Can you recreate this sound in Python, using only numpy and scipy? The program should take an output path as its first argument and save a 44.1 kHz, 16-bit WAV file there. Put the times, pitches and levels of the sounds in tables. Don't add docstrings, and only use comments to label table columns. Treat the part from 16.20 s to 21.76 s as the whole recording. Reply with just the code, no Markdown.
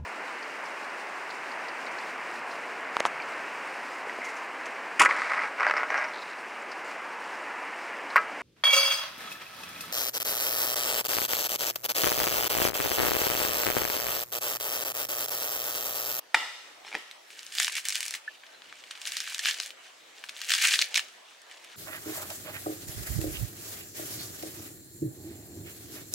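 import sys
import numpy as np
from scipy import signal
from scipy.fft import rfft, irfft, next_fast_len
from scipy.io import wavfile
from scipy.ndimage import uniform_filter1d, map_coordinates

SR = 44100
rng = np.random.default_rng(int(sys.argv[2]) if len(sys.argv) > 2 else 0)


def master(y):
    cut = np.clip(np.atleast_2d(y).T, -1, 1)
    pcm = np.round(cut * 32767)
    wavfile.write(sys.argv[1], SR, pcm.astype(np.int16))


N = 245195


def amp(db):
    return 10 ** (np.asarray(db) / 20)


def unit(x):
    return x / np.sqrt(np.mean(x ** 2) + 1e-20)


def along(points, hz):
    f, v = np.transpose(points)
    return np.interp(np.log(hz + 1), np.log(f + 1), v)


def wobble(rate):
    return map_coordinates(rng.standard_normal(int(N * rate / SR) + 4), [np.arange(N) * rate / SR])


def filtered(x, response):
    m = next_fast_len(N + SR // 2)
    return irfft(rfft(x, m) * response(np.fft.rfftfreq(m, 1 / SR)), m)[..., :N]


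def causal(gain):
    cepstrum = irfft(np.log(gain + 1e-6))
    cepstrum[1:len(cepstrum) // 2] *= 2
    cepstrum[len(cepstrum) // 2 + 1:] = 0
    return np.exp(rfft(cepstrum))


def resonance(hz, centre, width):
    return 1j * hz * width / (centre ** 2 - hz ** 2 + 1j * hz * width)


# f/Hz, level/dB
HISS_SPECTRUM = [(15, -61), (25, -33), (182, -18), (330, -6), (669, 0.5), (1030, -2.5), (1680, -2.5),
                 (2820, -3.5), (7920, -14), (14400, -25.5), (16500, -21)]
# f/Hz, correlation
HISS_LIKENESS = [(60, 0.79), (290, 0.55), (640, .1), (3000, 0.27), (15000, 0.096)]
def garden_hiss(level_db=-54):
    spectra = signal.stft(rng.standard_normal((2, N)), nperseg=512)[2]
    patches = uniform_filter1d(uniform_filter1d(rng.standard_normal(spectra.shape[1:]), 6, 0), 14, 1)
    pair = signal.istft(spectra * amp(2.65 * unit(patches)), nperseg=512)[1][:, :N]
    angle = lambda hz: np.arccos(np.clip(along(HISS_LIKENESS, hz), -1, 1)) / 2
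    colour = lambda hz: amp(along(HISS_SPECTRUM, hz)) * [np.cos(angle(hz)), np.sin(angle(hz))]
    mid, side = filtered(pair, colour)
    return amp(level_db + 0.69 * wobble(3.22)) * unit(np.array([mid + side, mid - side]))


# t/s, level/dB, contact/s, relative steel/dB and thud/dB
BLADE_CONTACTS = [(0.1442, -13, .007, -25, -10), (0.648, -43, .003, -25, -2), (0.666, -44, .0035, -25, -3),
                  (0.678, -42, .005, -25, 1), (0.716, -40, .0035, -29, 0), (0.727, -34, .0015, -26, -4),
                  (0.736, -37, .002, -29, 4), (0.7445, -31, .003, -32, 4), (0.751, -22, .0022, -36, -3)]
# f/Hz, level/dB
NUT_SPECTRUM = [(35, -47), (60, -34.5), (534, -19.5), (690, -8.5), (820, -2), (1110, -10.5), (1990, -1.5),
                (2400, 0.5), (2700, -10.5), (3420, -12), (3840, -13.5), (9170, -26.5), (14700, -56),
                (16500, -60)]
# f/Hz, width/Hz, level/dB
STEEL_MODES = [(857, 170, -1.5), (1317, 40, 5.5), (1965, 150, 3), (2320, 43, -0.5), (2800, 130, 0.5),
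               (3580, 150, -3), (4300, 180, -10), (5070, 53, -2.5)]
def machete():
    crunch, steel, ground = np.zeros((3, N + SR))
    t = np.arange(SR // 2) / SR
    for s, db, contact, steel_db, thud_db in BLADE_CONTACTS:
        span = slice(round(s * SR), round(s * SR) + len(t))
        force = np.exp(-(t / contact) ** 4) + .2 * amp(-60 * t / .1)
        grit, shake = rng.standard_normal((2, len(t)))
        crunch[span] += amp(db) * force * np.sign(grit)
        steel[span] += amp(db + steel_db - 60 * t / .65) * shake
        ground[span] += amp(db + thud_db - 60 * t / 0.16) * shake
    modes = lambda hz: sum((-1) ** k * amp(db) * resonance(hz, centre, width)
                           for k, (centre, width, db) in enumerate(STEEL_MODES))
    nut = amp(11.5) * filtered(crunch[:N], lambda hz: causal(amp(along(NUT_SPECTRUM, hz))))
    hum = amp(19.5) * filtered(steel[:N], modes)
    thud = filtered(ground[:N], lambda hz: resonance(hz, centre=400, width=300) ** 2)
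    return nut + hum + thud, crunch[:N]


# f/Hz, t60/s
TREE_DECAY = [(200, 1), (900, 0.44), (2500, 0.93), (6000, 0.98), (12000, 0.88)]
def scatter(x, t60_share, treble_db):
    hz, t, spectra = signal.stft(rng.standard_normal((2, SR)), SR, nperseg=256)
    shape_db = treble_db * hz[:, None] / 8000 - 60 * t / (t60_share * along(TREE_DECAY, hz)[:, None])
    tail = signal.istft(spectra * amp(shape_db), SR, nperseg=256)[1]
    return signal.fftconvolve(np.pad(x, (150, 0))[None], tail / np.linalg.norm(tail[0]), axes=1)[:, :N]


# f/Hz, level/dB
ECHO_SPECTRUM = [(35, -76), (60, -47), (796, -7.5), (854, -8), (1770, -8), (1940, -2), (2640, -10),
                 (2830, -5), (6760, -15.5), (14300, -38), (16500, -59)]
def garden_echo(crunch):
    echo = amp(5.5) * filtered(crunch, lambda hz: causal(amp(along(ECHO_SPECTRUM, hz))))
    return scatter(echo, t60_share=1.1, treble_db=1.5)


# t/s, level/dB, width/s
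HAND_RUSTLES = [(0.675, -50, 0.028), (0.755, -48.5, 0.06), (0.86, -63, 0.044), (2.09, -56.5, 0.023),
                (2.139, -52, .015), (2.28, -56, 0.099), (2.47, -52, 0.051), (2.58, -48.5, 0.03),
                (2.721, -51, 0.032), (3.66, -49, 0.031), (3.86, -59, 0.12), (5.11, -52, 0.039),
                (5.33, -54, 0.041), (5.48, -51, 0.12)]
# t/s, level/dB
PULL_CURVES = [
    [(0.955, -88), (1.109, -53), (1.304, -52), (1.389, -32.5), (1.439, -32.5), (1.514, -42.5), (1.578, -32),
     (1.628, -54.5), (1.658, -39), (1.738, -40), (1.928, -45.5), (1.953, -36), (2.002, -65)],
    [(2.62, -56), (2.801, -51), (2.865, -37), (2.96, -41), (3.14, -38), (3.175, -46.5), (3.295, -28.5),
     (3.359, -41.5), (3.469, -43.5), (3.529, -66)],
    [(3.95, -54.5), (4.098, -55), (4.212, -43), (4.267, -41.5), (4.306, -28.5), (4.387, -32),
     (4.447, -21.5), (4.472, -27), (4.551, -26.5), (4.577, -38), (4.617, -33.5), (4.706, -51)],
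    [(4.706, -47), (4.731, -39.5), (4.766, -30), (4.836, -50.5), (5.021, -65)],
]
PULL_TILTS = [4.5, 2.5, 1.5, -0.5]
def hands(rustle_tilt_db=-11):
    t = np.arange(N) / SR
    pulls = [amp(2 * np.interp(t, *np.transpose(rows), left=-120, right=-120)) for rows in PULL_CURVES]
    rustle = sum(amp(2 * db) * np.exp(-((t - s) / width) ** 2) for s, db, width in HAND_RUSTLES)
    power = sum(pulls) + rustle
    tilt_db = (np.dot(PULL_TILTS, pulls) + rustle_tilt_db * rustle) / power
    return 10 * np.log10(power), tilt_db


def fibre_breaks(s, size, hz, pan_db, cycles):
    offsets = np.arange(-4, 60)
    samples = ((s * SR).astype(int)[:, None] + offsets).ravel()
    lead = np.clip(0.12 * pan_db, -3, 3)[:, None]
    sides = []
    for side in (1, -1):
        turns = hz[:, None] * np.clip(offsets + side * lead, 0, None) / SR
        swing = np.sin(2 * np.pi * turns) * np.exp(-turns / cycles) * (1 - np.exp(-2.5 * turns))
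        gain = size * amp(side * pan_db / 2)
        sides.append(np.bincount(samples, (swing * gain[:, None]).ravel(), N + 64)[:N])
    return np.array(sides)


# f/Hz, level/dB
HUSK_SPECTRUM = [(180, -74), (300, -29), (504, -32), (807, -5), (970, -22.5), (1550, 1), (2280, 1),
                 (3530, -3.5), (7630, -6), (10900, -13), (15400, -20.5), (16500, -6)]
def thin_fibres(count=20000):
    moment, strength, polarity = rng.random((count, 3)).T
    pitch, side = rng.standard_normal((count, 2)).T
    when = .001 + moment * (N / SR - .001)
    clumps = amp(1.5 * wobble(45) + 1.5 * wobble(160))[(when * SR).astype(int)]
    size = amp(-3 * np.log(strength + 0.024)) * np.sign(polarity - .5) * clumps
    hz = np.clip(3800 * np.exp(0.65 * pitch), 900, 15000)
    swings = fibre_breaks(when, size, hz, pan_db=2 * side, cycles=0.88)
    power = lambda f: np.abs(rfft(swings[0], 2 * len(f) - 2)) ** 2
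    bare = lambda f: np.sqrt(np.abs(uniform_filter1d(power(f), size=2500)))
    return unit(filtered(swings, lambda f: causal(amp(along(HUSK_SPECTRUM, f)) / unit(bare(f)))))


# t/s, level/dB, f/Hz, rise/s, t60/s
POP_NOTES = [(0.665, -44, 5400, .001, .04), (0.667, -47, 4150, .001, .04), (2.076, -29, 1530, .002, .025),
             (2.077, -22.5, 1740, .003, .038), (2.232, -44, 1600, .002, .03), (2.325, -46, 4050, .02, .15),
             (2.445, -47, 2950, .01, .08), (2.485, -46, 3050, .008, .06)]
def pops():
    out, t = np.zeros(N + SR), np.arange(SR // 4) / SR
    for s, db, hz, rise, t60 in POP_NOTES:
        envelope = 2 * amp(db - 60 * t / t60) * (1 - np.exp(-t / rise)) ** 2
        out[round(s * SR):][:len(t)] += envelope * np.sin(2 * np.pi * hz * t)
    return out[:N]


# t/s, level/dB, f/Hz, relative spray/dB
LOUD_SNAPS = [(0.9125, -24, 3060, -10), (1.1045, -27, 3130, -21), (1.192, -23, 4760, -19),
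              (1.231, -23, 6000, -17), (1.2658, -20, 7000, -40), (1.3223, -28, 4500, -9),
              (1.3518, -15.5, 5950, -14.5), (1.3847, -3.5, 4000, -21.5), (1.398, -16, 4400, -31),
              (1.4004, 0.5, 6460, -20.5), (1.431, -6, 6660, -27), (1.4461, -4.5, 4870, -22),
              (1.4691, -13, 5020, -15), (1.48, -9.5, 2620, -15), (1.497, -17, 2390, -23),
              (1.5235, -13.5, 8000, -28), (1.553, -14, 6650, -9), (1.5674, -13, 3120, -11),
              (1.5818, -16, 2940, -18), (1.653, -13, 8100, -9), (1.686, -2, 7300, -36),
              (1.6944, -9, 6200, -20), (1.704, -10, 6500, -18), (1.7242, -18, 3030, -4.5),
              (1.7466, -13, 5440, -10), (1.7552, -5, 7160, -20), (1.7632, -16, 4800, -10),
              (1.8057, -8, 8050, -20), (1.829, -24, 4160, 0), (1.854, -14, 7500, -34),
              (1.863, -12.5, 8800, -19), (1.8815, -10, 7900, -37), (1.9086, -10, 7800, -31),
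              (1.939, -17.5, 4470, -8.5), (1.95, -17.5, 2930, -20), (2.2364, -29, 2020, -24),
              (2.266, -34.5, 3740, -3), (2.4203, -26.5, 2640, -26), (2.526, -23.5, 1780, -16.5),
              (2.6388, -26, 2650, -16.5), (2.7095, -21, 4560, -6), (2.7526, -27, 3400, -15),
              (2.8162, -27.5, 5460, -5.5), (2.8542, -15.5, 4250, -14), (2.8728, -14, 5070, -15),
              (2.92, -14, 4200, -9.5), (2.9684, -8.5, 4970, -14), (2.98, -19, 5000, -20),
              (3.0037, -8, 5550, -19.5), (3.0983, -19, 6400, -25), (3.103, -21, 3460, -20),
              (3.1462, -10.5, 5700, -21.5), (3.1815, -15, 6110, -23), (3.1931, -7.5, 5400, -21),
              (3.25, -14, 5800, -6), (3.2573, -3.5, 3550, -22), (3.2694, -13, 4270, -7),
              (3.2852, -11.5, 3200, -7.5), (3.2897, -8, 3500, -19), (3.3109, -7.5, 4750, -31),
              (3.3864, -20, 5980, -18), (3.401, -6.5, 5170, -19.5), (3.4344, -19, 4870, -26),
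              (3.4615, -15.5, 7550, -19), (3.5056, -21.5, 3600, -16.5), (3.9824, -31.5, 2810, -11),
              (4.0394, -19, 2280, -18.5), (4.0879, -24, 3870, -13), (4.093, -16, 3600, -16.5),
              (4.1658, -22, 3360, -25), (4.216, -14, 3740, -13), (4.246, -19, 5070, -28),
              (4.295, -11, 5100, -16), (4.3042, -10.5, 3500, -5), (4.3188, -1.5, 3970, -27),
              (4.3375, -4, 4370, -19), (4.351, -3.5, 6600, -19), (4.3562, -15, 3400, -20),
              (4.3872, -27, 3350, -3), (4.4153, -9.5, 4340, -11), (4.4238, -5, 5800, -12),
              (4.4364, -11, 4580, -11), (4.4396, -12, 2420, -16), (4.446, -10, 4500, -21),
              (4.4593, -10, 3170, -17), (4.473, -0.5, 6350, -29), (4.4839, -8.5, 4800, -14),
              (4.5112, -9, 4300, -25), (4.5193, -8.5, 3700, -12), (4.5393, -2.5, 3130, -32),
              (4.557, -6, 4270, -29), (4.591, -0.5, 4170, -19), (4.6149, -7.5, 3550, -11),
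              (4.6177, -7, 4100, -12), (4.6224, -3, 4500, -14), (4.6427, -14, 4230, -18),
              (4.7438, -6.5, 4470, -10.5), (4.7556, -5, 5530, -11), (4.7594, -2.5, 4500, -23),
              (4.7724, -5.5, 5240, -7.5), (4.7768, -4, 3400, -11.5), (4.794, -7.5, 2950, -38),
              (5.218, -38, 5420, 1), (5.3126, -42, 6300, 3)]
def snap_events(crackle_db, count=260, over_crackle_db=13, median_hz=5200):
    when = .001 + rng.random(count) * (N / SR - .01)
    strength, pitch = rng.standard_normal((count, 2)).T
    lesser_db = crackle_db[(when * SR).astype(int)] + over_crackle_db + 5 * strength
    lesser = [when, lesser_db, median_hz * np.exp(0.43 * pitch), np.full(count, -25)]
    at, db, hz, spray_db = np.hstack([np.transpose(LOUD_SNAPS), lesser])
    pan_db = 1.5 + 2.5 * rng.standard_normal(len(at))
    return at, db, hz, pan_db, spray_db


def thick_fibres(at, db, hz, pan_db, second_break_s=.0009):
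    snap = fibre_breaks(at, amp(db + 10), hz, pan_db, cycles=0.42)
    late, bend = rng.random((len(at), 2)).T
    second_break = fibre_breaks(at + second_break_s * (.2 + late), amp(db), hz * (.5 + .6 * bend), pan_db, cycles=0.84)
    return snap + second_break


def spray(at, db, rise_s=0.00033, t60_s=0.024):
    t = np.arange(4000) / SR
    burst = amp(-60 * t / t60_s) * (1 - np.exp(-t / rise_s))
    return signal.fftconvolve(np.bincount((at * SR).astype(int), amp(db), N), burst)[:N]


# t/s, f/Hz
FLAP_PITCH = [
    [(1.3, 3000), (1.448, 3720), (1.488, 2700), (1.526, 2590), (1.662, 2900), (1.678, 3110), (1.96, 2380),
     (2.0, 2860)],
    [(2.8, 3040), (2.934, 2620), (2.96, 3120), (3.03, 2660), (3.148, 2720), (3.192, 3450), (3.224, 2740),
     (3.52, 3300)],
    [(4.2, 3100), (4.248, 2720), (4.392, 3280), (4.44, 2320), (4.55, 3000), (4.592, 3750), (4.792, 2560),
     (4.85, 3120)],
]
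def flap(crackle, q=4.5):
    s, hz = np.vstack(FLAP_PITCH).T
    octave = np.log2(np.interp(np.arange(N) / SR, s, hz))
    centres = 1500 * 2 ** (np.arange(8) / 4)
    share = lambda centre: np.clip(1 - 4 * np.abs(octave - np.log2(centre)), 0, 1)
    ring = lambda centre: filtered(crackle, lambda f: resonance(f, centre, centre / q))
    return unit(sum(share(centre) * ring(centre) for centre in centres))


def near_echoes(x):
    paths = [(.0017, -17), (.0026, -33), (.0052, -29)]  # t/s, level/dB
    returns = lambda hz: sum(amp(db) * np.exp(-2j * np.pi * hz * s) for s, db in paths)
    return filtered(x, lambda hz: 1 + returns(hz) / (1 + 1j * hz / 7000))


def tearing(flap_db=-13, rumble_db=-47, rumble_hz=122):
    crackle_db, tilt_db = hands()
    at, db, hz, pan_db, spray_db = snap_events(crackle_db)
    crackle = thin_fibres()
    treble = filtered(crackle, lambda f: 1j * f / (5000 + 1j * f))
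    crackle = crackle + (amp(tilt_db) - 1) * treble + amp(flap_db) * flap(crackle)
    effort = np.hypot(amp(crackle_db), spray(at, db + spray_db))
    rumble = unit(filtered(rng.standard_normal(N), lambda f: 1 / (1 + 1j * f / rumble_hz) ** 2))
    fibres = crackle * effort + thick_fibres(at, db, hz, pan_db)
    radiated = lambda f: (1j * f / (720 + 1j * f)) ** 4 / (1 + 1j * f / 14000)
    return near_echoes(filtered(fibres, radiated)) + amp(rumble_db) * effort * rumble


def scene():
    husk = tearing()
    blade, crunch = machete()
    blade = blade * amp([[.5], [-.5]])
    husk_mono = husk.mean(axis=0)
    close = amp(-5.5) * scatter(husk_mono, t60_share=0.13, treble_db=3.5)
    far = amp(-21) * scatter(husk_mono, t60_share=.8, treble_db=-1) + garden_echo(crunch)
    return garden_hiss() + blade + pops() + husk + close + far


def record(dry, ceiling=.75, top_hz=15800):
    rounded = dry / (1 + np.abs(dry / ceiling) ** 4) ** (1 / 4)
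    return filtered(rounded, lambda hz: hz < top_hz)


dry = scene()
out = record(dry)
master(out)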